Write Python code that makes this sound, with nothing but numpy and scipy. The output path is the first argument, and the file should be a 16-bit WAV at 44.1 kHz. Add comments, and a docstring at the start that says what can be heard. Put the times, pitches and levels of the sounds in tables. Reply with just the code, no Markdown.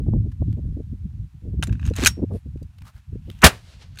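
"""Open grassland: a shotgun is loaded and fired a few steps from a small microphone.
Wind buffets the microphone throughout; shoes and sleeves rustle. A plastic shell scrapes and clacks into
the port, the bolt slides forward and slams shut with a short steel ring. One shot overloads the
microphone, and its echo drifts back over the field, losing treble to the air."""
import sys
import numpy as np
from scipy import signal
from scipy.fft import rfft, irfft
from scipy.io import wavfile
from scipy.ndimage import uniform_filter1d, map_coordinates

SR = 44100
rng = np.random.default_rng(int(sys.argv[2]) if len(sys.argv) > 2 else 0)


def materialize(psi):
    """Save the field psi as 16-bit PCM at rate SR to the path in sys.argv[1].

    A 1-D psi becomes a single channel; in a 2-D psi each row is a channel.
    """
    bounded = np.clip(np.atleast_2d(psi).T, -1, 1)
    quanta = np.round(bounded * 32767).astype(np.int16)
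    wavfile.write(sys.argv[1], SR, quanta)


N = 176400
TIME_S = np.arange(N) / SR
STRIKE_TIME_S = np.arange(SR // 2) / SR


def amp(db):
    """Decibels to gain."""
    return 10 ** (np.asarray(db) / 20)


def unit(x):
    """Scale to rms 1."""
    return x / np.sqrt(np.mean(x ** 2) + 1e-20)


def curve(rows):
    """Gain per sample from rows of time_s, level_db."""
    return amp(np.interp(TIME_S, *np.transpose(rows)))


def wobble(rate_hz):
    """Smooth random curve with knots at rate_hz."""
    knots = rng.standard_normal(int(N * rate_hz / SR) + 4)
    return map_coordinates(knots, [TIME_S * rate_hz])


def noise(spectrum, tilt_db_per_oct=0, pivot_hz=1000, size=N):
    """Noise of rms 1 from rows of freq_hz, level_db, tilted above the pivot."""
    octave = np.log2(np.fft.rfftfreq(size, 1 / SR) + 1)
    freq_hz, level_db = np.transpose(spectrum)
    shape_db = np.interp(octave, np.log2(freq_hz), level_db)
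    tilt_db = tilt_db_per_oct * np.maximum(octave - np.log2(pivot_hz), 0)
    return unit(irfft(rfft(rng.standard_normal(size)) * amp(shape_db + tilt_db), size))


def swell(peak_s, half_width_s):
    """Gaussian envelope."""
    return np.exp(-((TIME_S - peak_s) / half_width_s) ** 2)


def burst(peak_s, rise_db_per_s, fall_db_per_s, hold_s=0):
    """Rise, hold, fall envelope."""
    t = TIME_S - peak_s
    return amp(rise_db_per_s * np.minimum(t, 0) - fall_db_per_s * np.maximum(t - hold_s, 0))


def decay(t60_s):
    """Exponential decay after a strike."""
    return 1000 ** (-STRIKE_TIME_S / t60_s)


def partial(pitch_hz, level_db):
    """Sine with random phase and slight level spread."""
    gain = amp(level_db + rng.normal(0, 1.3))
    return gain * np.sin(2 * np.pi * (pitch_hz * STRIKE_TIME_S + rng.random()))


def add(out, start_s, x):
    """Mix x into out at start_s."""
    i = round(start_s * SR)
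    out[i:i + len(x)] += x[:max(N - i, 0)]


# Wind strength, three spans before the shot and one after: time_s, level_db
EARLY_GUSTS = [
    [(0.0, -26), (0.174, -16), (0.386, -37), (0.408, -16), (0.456, -28), (0.486, -15.5), (0.6, -33),
     (0.658, -23), (0.86, -35.5), (0.946, -26.5), (0.974, -40.5), (1.064, -24), (1.09, -37), (1.228, -27.5),
     (1.324, -57), (1.344, -35), (1.4, -47)],
    [(1.42, -42), (1.448, -33), (1.61, -21), (1.666, -30), (1.726, -17), (1.802, -33), (1.848, -18.5),
     (1.928, -21), (1.948, -32), (2.002, -25), (2.104, -26), (2.154, -35.5), (2.246, -25.5), (2.274, -32),
     (2.35, -23), (2.408, -49), (2.44, -46)],
    [(2.46, -32), (2.48, -27.5), (2.52, -38.5), (2.564, -27), (2.592, -40.5), (2.624, -30), (2.734, -52),
     (2.826, -37), (2.926, -57.5), (2.962, -39), (3.05, -60), (3.086, -37), (3.148, -29), (3.232, -42),
     (3.296, -30), (3.314, -38), (3.38, -42)],
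]
LATE_GUSTS = [(3.55, -40.5), (3.62, -51), (3.65, -42.5), (3.72, -50.5), (3.775, -42), (3.82, -49.5),
              (3.88, -41), (3.94, -40), (4, -48)]
# Wind spectra: freq_hz, level_db
RUMBLE_SPECTRUM = [(20, -28), (40, -7), (62, 1), (100, -1), (160, -10), (230, -21), (330, -40), (550, -68),
                   (1500, -100), (4000, -120)]
FLUTTER_SPECTRUM = [(60, -16), (170, -0.5), (250, -3), (380, -19.5), (600, -45), (1200, -80), (4000, -120)]
AIR_SPECTRUM = [(410, -29), (700, 0.5), (3900, -5), (4920, -8), (6520, -9), (12100, -13.5), (15000, -18.5)]


def wind(flutter_db=-42.5, flutter_depth_db=5.5, air_db=-71):
    """Low buffeting on the microphone, fluttering harder in gusts, over faint open-air hiss."""
    strength = curve(np.concatenate([*EARLY_GUSTS, LATE_GUSTS]))
    rumble = noise(RUMBLE_SPECTRUM)
    local_power = np.abs(uniform_filter1d(rumble ** 2, size=3000))
    steady_rumble = unit(rumble / np.sqrt(local_power + 0.1))
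    flicker = amp(flutter_depth_db * np.tanh(wobble(45)))
    flutter = unit(strength ** 1.35 * flicker * noise(FLUTTER_SPECTRUM))
    return strength * steady_rumble + amp(flutter_db) * flutter + amp(air_db) * noise(AIR_SPECTRUM)


# Wind eddies: peak_s, level_db, half_width_s, tilt_db_per_oct
EDDY_PUFFS = [(0.009, -32, 0.01, -1.5), (0.068, -27, 0.004, 1.5), (0.089, -20.5, 0.0051, -2),
              (0.137, -21, 0.0025, 7.5), (0.153, -26, .024, -5), (0.261, -33, 0.014, -5.5),
              (0.423, -24, 0.0045, 2), (0.586, -30.5, .012, -3), (0.651, -41, 0.0063, -2),
              (0.684, -40.5, 0.0086, -7.5), (0.725, -33, 0.0044, -24), (0.774, -29.5, .006, -7.5),
              (0.801, -31, 0.012, -5.5), (0.932, -30, 0.0067, -11.5), (1.47, -40.5, 0.032, -5),
              (1.541, -36.5, 0.01, -5), (1.596, -28, 0.0051, -6.5), (1.684, -27.5, 0.0093, -1.5),
              (1.708, -41, 0.0058, 3), (1.912, -22, 0.0049, -2), (1.991, -23.5, 0.0047, 1),
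              (2.033, -20, .012, -1.5), (2.178, -30, 0.0055, 3), (2.197, -29.5, 0.01, 3.5),
              (2.227, -22.5, 0.0078, 1), (2.239, -16.5, 0.0071, -0.5), (2.316, -32, 0.01, 7),
              (2.347, -27.5, 0.019, 1.5), (2.465, -39.5, 0.0085, -9), (2.561, -28, 0.0037, -6.5),
              (2.622, -35.5, 0.0049, -2), (3.131, -34, 0.0044, -12), (3.158, -31, 0.0048, -8),
              (3.291, -37, 0.012, -1)]
# Eddy spectrum: freq_hz, level_db
EDDY_SPECTRUM = [(40, -21.5), (120, -3), (250, 1), (450, -7), (650, -20), (1000, -38), (2000, -72),
                 (5000, -125)]


def eddies():
    """Sharp eddies hit the microphone as brief puffs, brighter than the rumble."""
    out = np.zeros(N)
    for peak_s, level_db, half_width_s, tilt_db_per_oct in EDDY_PUFFS:
        envelope = swell(peak_s, half_width_s)
        turbulence = noise(EDDY_SPECTRUM, tilt_db_per_oct, pivot_hz=314, size=16384)
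        puff = envelope * np.resize(turbulence, N)
        out += amp(level_db) * puff * np.linalg.norm(envelope) / np.linalg.norm(puff)
    return out


# Steps, sleeves, dry ticks: peak_s, level_db, half_width_s, resonance_hz
RUSTLE_EVENTS = [(0.322, -53, 0.0047, 1700), (0.51, -68.5, 0.047, 3380), (0.529, -46.5, 0.0014, 3200),
                 (2.358, -60, 0.035, 10100), (2.787, -50.5, 0.0033, 3000), (2.822, -51.5, 0.0033, 2210),
                 (2.877, -52, 0.027, 1284), (2.97, -59.5, 0.031, 1597), (3.302, -34, .0012, 3160),
                 (3.349, -59.5, 0.089, 3020)]
# Brushing spectrum: freq_hz, level_db
BRUSH_SPECTRUM = [(200, -13), (800, 3.5), (1700, 0.5), (4000, -2.5), (7000, -8.5), (11000, -10),
                  (15000, -13.5)]


def rustles(rough_db=4, resonance_db=8.5, resonance_width_oct=0.3):
    """Shoes in dry grass, moving clothes and small ticks, each with one broad resonance."""
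    freq_hz = np.geomspace(200, 15000, num=60)
    brush_hz, brush_db = np.transpose(BRUSH_SPECTRUM)
    base_db = np.interp(np.log(freq_hz), np.log(brush_hz), brush_db)
    grain = unit(amp(rough_db * np.tanh(wobble(700))))
    out = np.zeros(N)
    for peak_s, level_db, half_width_s, resonance_hz in RUSTLE_EVENTS:
        bump_db = resonance_db * np.exp(-(np.log2(freq_hz / resonance_hz) / resonance_width_oct) ** 2)
        spectrum = np.column_stack([freq_hz, base_db + bump_db])
        out += amp(level_db) * swell(peak_s, half_width_s) * noise(spectrum)
    return grain * out


# Shell friction: time_s, level_db
SHELL_LEVEL = [(1.62, -81), (1.65, -58), (1.7, -66), (1.73, -60), (1.78, -71), (1.83, -60.5), (1.87, -48),
               (1.91, -58), (1.95, -75)]
# Shell spectrum: freq_hz, level_db
SHELL_SPECTRUM = [(400, -30), (750, -12), (950, -3), (1200, -8), (1600, 0), (2100, -9), (2600, 1),
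                  (3200, -11), (6000, -14), (14000, -28)]


def shell_scrape(rough_db=4.5):
    """The plastic shell rubs into the port."""
    return curve(SHELL_LEVEL) * unit(noise(SHELL_SPECTRUM) * amp(rough_db * wobble(200)))


# Bolt friction: time_s, level_db
BOLT_LEVEL = [(1.62, -89), (1.65, -59.5), (1.78, -71.5), (1.87, -53), (1.93, -64), (1.955, -51.5),
              (1.975, -36), (2.01, -34.5), (2.04, -29), (2.075, -34.5), (2.11, -57), (2.2, -67), (2.3, -92)]
# Metal contact spectrum, sliding or struck: freq_hz, level_db
CONTACT_SPECTRUM = [(200, -19.5), (700, -8.5), (1400, -2), (2600, 0), (4500, -3.5), (6500, -4),
                    (9000, -6.5), (15000, -18.5)]


def bolt_slide(rough_db=4):
    """Steel catches on steel, louder as the bolt gathers speed."""
    friction = noise(CONTACT_SPECTRUM, tilt_db_per_oct=-3.5)
    return curve(BOLT_LEVEL) * unit(friction * amp(rough_db * wobble(500)))


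# Contacts of shell, action and gun: start_s, level_db, tilt_db_per_oct, pitch_hz
CONTACTS = [(1.6255, -22.5, -2, 3036), (1.631, -24, -8, 3650), (1.6363, -26, 1, 9040),
            (1.6711, -37, 0.5, 7150), (1.6945, -43.5, -11, 1630), (1.726, -39, -4.5, 2620),
            (1.753, -51, -12.5, 2500), (1.7957, -44.5, -8, 2530), (1.8294, -45.5, -12, 2560),
            (1.853, -40.5, -1.5, 6540), (1.864, -36.5, 1.5, 6500), (1.875, -35, -4.5, 2580),
            (1.898, -45.5, 0, 5950), (1.9365, -39, -3.5, 4030), (1.955, -44, 1, 9000),
            (1.9629, -30.5, 4, 6650), (2.035, -22.5, 0.5, 3620), (2.048, -15.5, 1.5, 4350),
            (2.0598, -7, 1, 2476), (2.0664, -7.5, 3.5, 1497), (2.0718, -4, 0, 6400),
            (2.085, -22.5, 1.5, 6940), (2.628, -53, 5.5, 4730), (3.314, -50.5, 0.5, 3530),
            (3.389, -52, 1, 2780), (3.4188, -26.5, 0.5, 2520), (3.4233, -28.5, 1, 6000),
            (3.957, -51.5, 0.5, 1510), (3.973, -41, -3, 1466), (3.987, -33.5, 0.5, 4300),
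            (3.994, -34.5, 1, 9100)]
# Action resonances: pitch_hz, width_hz (limited to 60-200 in use), level_db
ACTION_MODES = [(1576, 160, 2), (2700, 210, 4.5), (3800, 33, -3.5), (6270, 71, -3), (7130, 100, -4.5),
                (6830, 62, -11.5), (8060, 63, -10), (11660, 49, -11)]


def clacks(crack_db=-2.5, scatter_db=-20, body_db=-7, part_db=-0.5, attack_s=0.0003):
    """Each contact cracks and briefly rings both the action and the struck part."""
    out = np.zeros(N)
    attack = 1 - np.exp(-STRIKE_TIME_S / attack_s)
    crack_envelope = decay(t60_s=0.024) + amp(scatter_db) * decay(t60_s=0.11)
    for start_s, level_db, tilt_db_per_oct, pitch_hz in CONTACTS:
        crack = noise(CONTACT_SPECTRUM, tilt_db_per_oct, size=len(STRIKE_TIME_S)) * crack_envelope
        body = np.zeros_like(crack)
        for mode_hz, width_hz, mode_db in ACTION_MODES:
            shifted_hz = mode_hz * np.exp(rng.normal(0, 0.033))  # varies with the contact point
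            tilted_db = mode_db + tilt_db_per_oct * np.log2(mode_hz / 4000)
            damping = np.exp(-np.pi * np.clip(width_hz, 60, 200) * STRIKE_TIME_S)
            body += partial(shifted_hz, tilted_db) * damping
        part = partial(pitch_hz, part_db) * decay(t60_s=0.027)
        clack = amp(crack_db) * crack + amp(body_db) * body + part
        add(out, start_s, amp(level_db) * attack * clack)
    return out


# Steel receiver modes: pitch_hz, level_db, t60_s
RECEIVER_MODES = [(2620, -14.5, 0.083), (3730, -16.5, .08), (5560, -9, 0.2), (5561, -16, .18),
                  (6130, -7, .066), (6360, 0, 0.064), (8400, -17, 0.15), (9211, -19, .12),
                  (13250, -14, .067)]


def receiver_ring(start_s=2.072, gain_db=-22.5):
    """The locking bolt sets the steel receiver ringing."""
    out = np.zeros(N)
    for pitch_hz, level_db, t60_s in RECEIVER_MODES:
        add(out, start_s, partial(pitch_hz, level_db) * decay(t60_s))
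    return amp(gain_db) * out


SHOT_S = 3.4425
# Shot spectra: freq_hz, level_db
ONSET_SPECTRUM = [(40, -20.5), (300, -0.5), (700, -8.5), (1300, 1), (2000, -4), (2900, -10.5),
                  (3500, -38.5), (8000, -57)]
BLAST_SPECTRUM = [(25, -8), (70, -1), (130, 2.5), (200, 5), (320, -4.5), (450, 0.5), (700, -2), (950, -4.5),
                  (1800, -2), (3200, -7.5), (6000, -13.5), (10000, -15.5), (15000, -24)]


def shot(rise_db_per_s=4501.5, swing_s=3.459, swing_hz=70):
    """A dull swell, then a two-surge blast on a slow pressure swing, scattered by nearby ground."""
    onset_envelope = amp(-7.5) * burst(3.434, rise_db_per_s=2299.5, fall_db_per_s=1002, hold_s=0.0049)
    onset = onset_envelope * noise(ONSET_SPECTRUM)
    first_surge = amp(4.5) * burst(SHOT_S, rise_db_per_s, fall_db_per_s=1002, hold_s=0.0049)
    second_surge = amp(-4.5) * burst(3.464, rise_db_per_s, fall_db_per_s=856)
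    blast = (first_surge + second_surge) * noise(BLAST_SPECTRUM)
    swing_envelope = amp(-1.5) * swell(swing_s, half_width_s=0.012)
    swing = swing_envelope * -np.cos(2 * np.pi * swing_hz * (TIME_S - swing_s))
    scatter_envelope = amp(-14) * burst(SHOT_S, rise_db_per_s, fall_db_per_s=286.5)
    scatter = scatter_envelope * noise(BLAST_SPECTRUM, tilt_db_per_oct=-2)
    return onset + blast + swing + scatter


# Return from the field: time_s, level_db
ECHO_ENVELOPE = [(3.45, -90), (3.5, -51), (3.56, -51.5), (3.62, -59.5), (3.69, -53), (3.74, -52.5),
                 (3.785, -59.5), (3.826, -45.5), (3.85, -55), (3.9, -64.5), (4, -54)]
# Echo spectrum: freq_hz, level_db
ECHO_SPECTRUM = [(100, -4), (500, 1), (1100, -2.5), (2500, 0.5), (4200, 2), (7000, -3.5), (10000, -6),
                 (15000, -10.5)]


def echo(loss_at_10khz_db_per_s=33.5):
    """The field scatters the shot back; the longer the path, the more treble the air absorbs."""
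    freq_hz, time_s, frames = signal.stft(noise(ECHO_SPECTRUM), SR, nperseg=256)
    travel_s = np.maximum(time_s - SHOT_S, 0)
    loss_db = loss_at_10khz_db_per_s * travel_s * (freq_hz[:, None] / 10000) ** 2
    _, roll = signal.istft(frames * amp(-loss_db), SR, nperseg=256)
    return curve(ECHO_ENVELOPE) * roll[:N]


def scene():
    """Mono sum at the microphone."""
    background = wind() + eddies() + rustles()
    handling = shell_scrape() + bolt_slide() + clacks() + receiver_ring()
    return (background + handling + shot() + echo())[None]


def record(dry, clip_hardness=6, cutoff_hz=15800):
    """The microphone input clips on the shot and is band-limited."""
    clipped = dry / (1 + np.abs(dry) ** clip_hardness) ** (1 / clip_hardness)
    lowpass = signal.firwin(101, cutoff_hz, fs=SR)
    return signal.fftconvolve(clipped, lowpass[None], mode="same")


dry = scene()
out = record(dry)
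materialize(out)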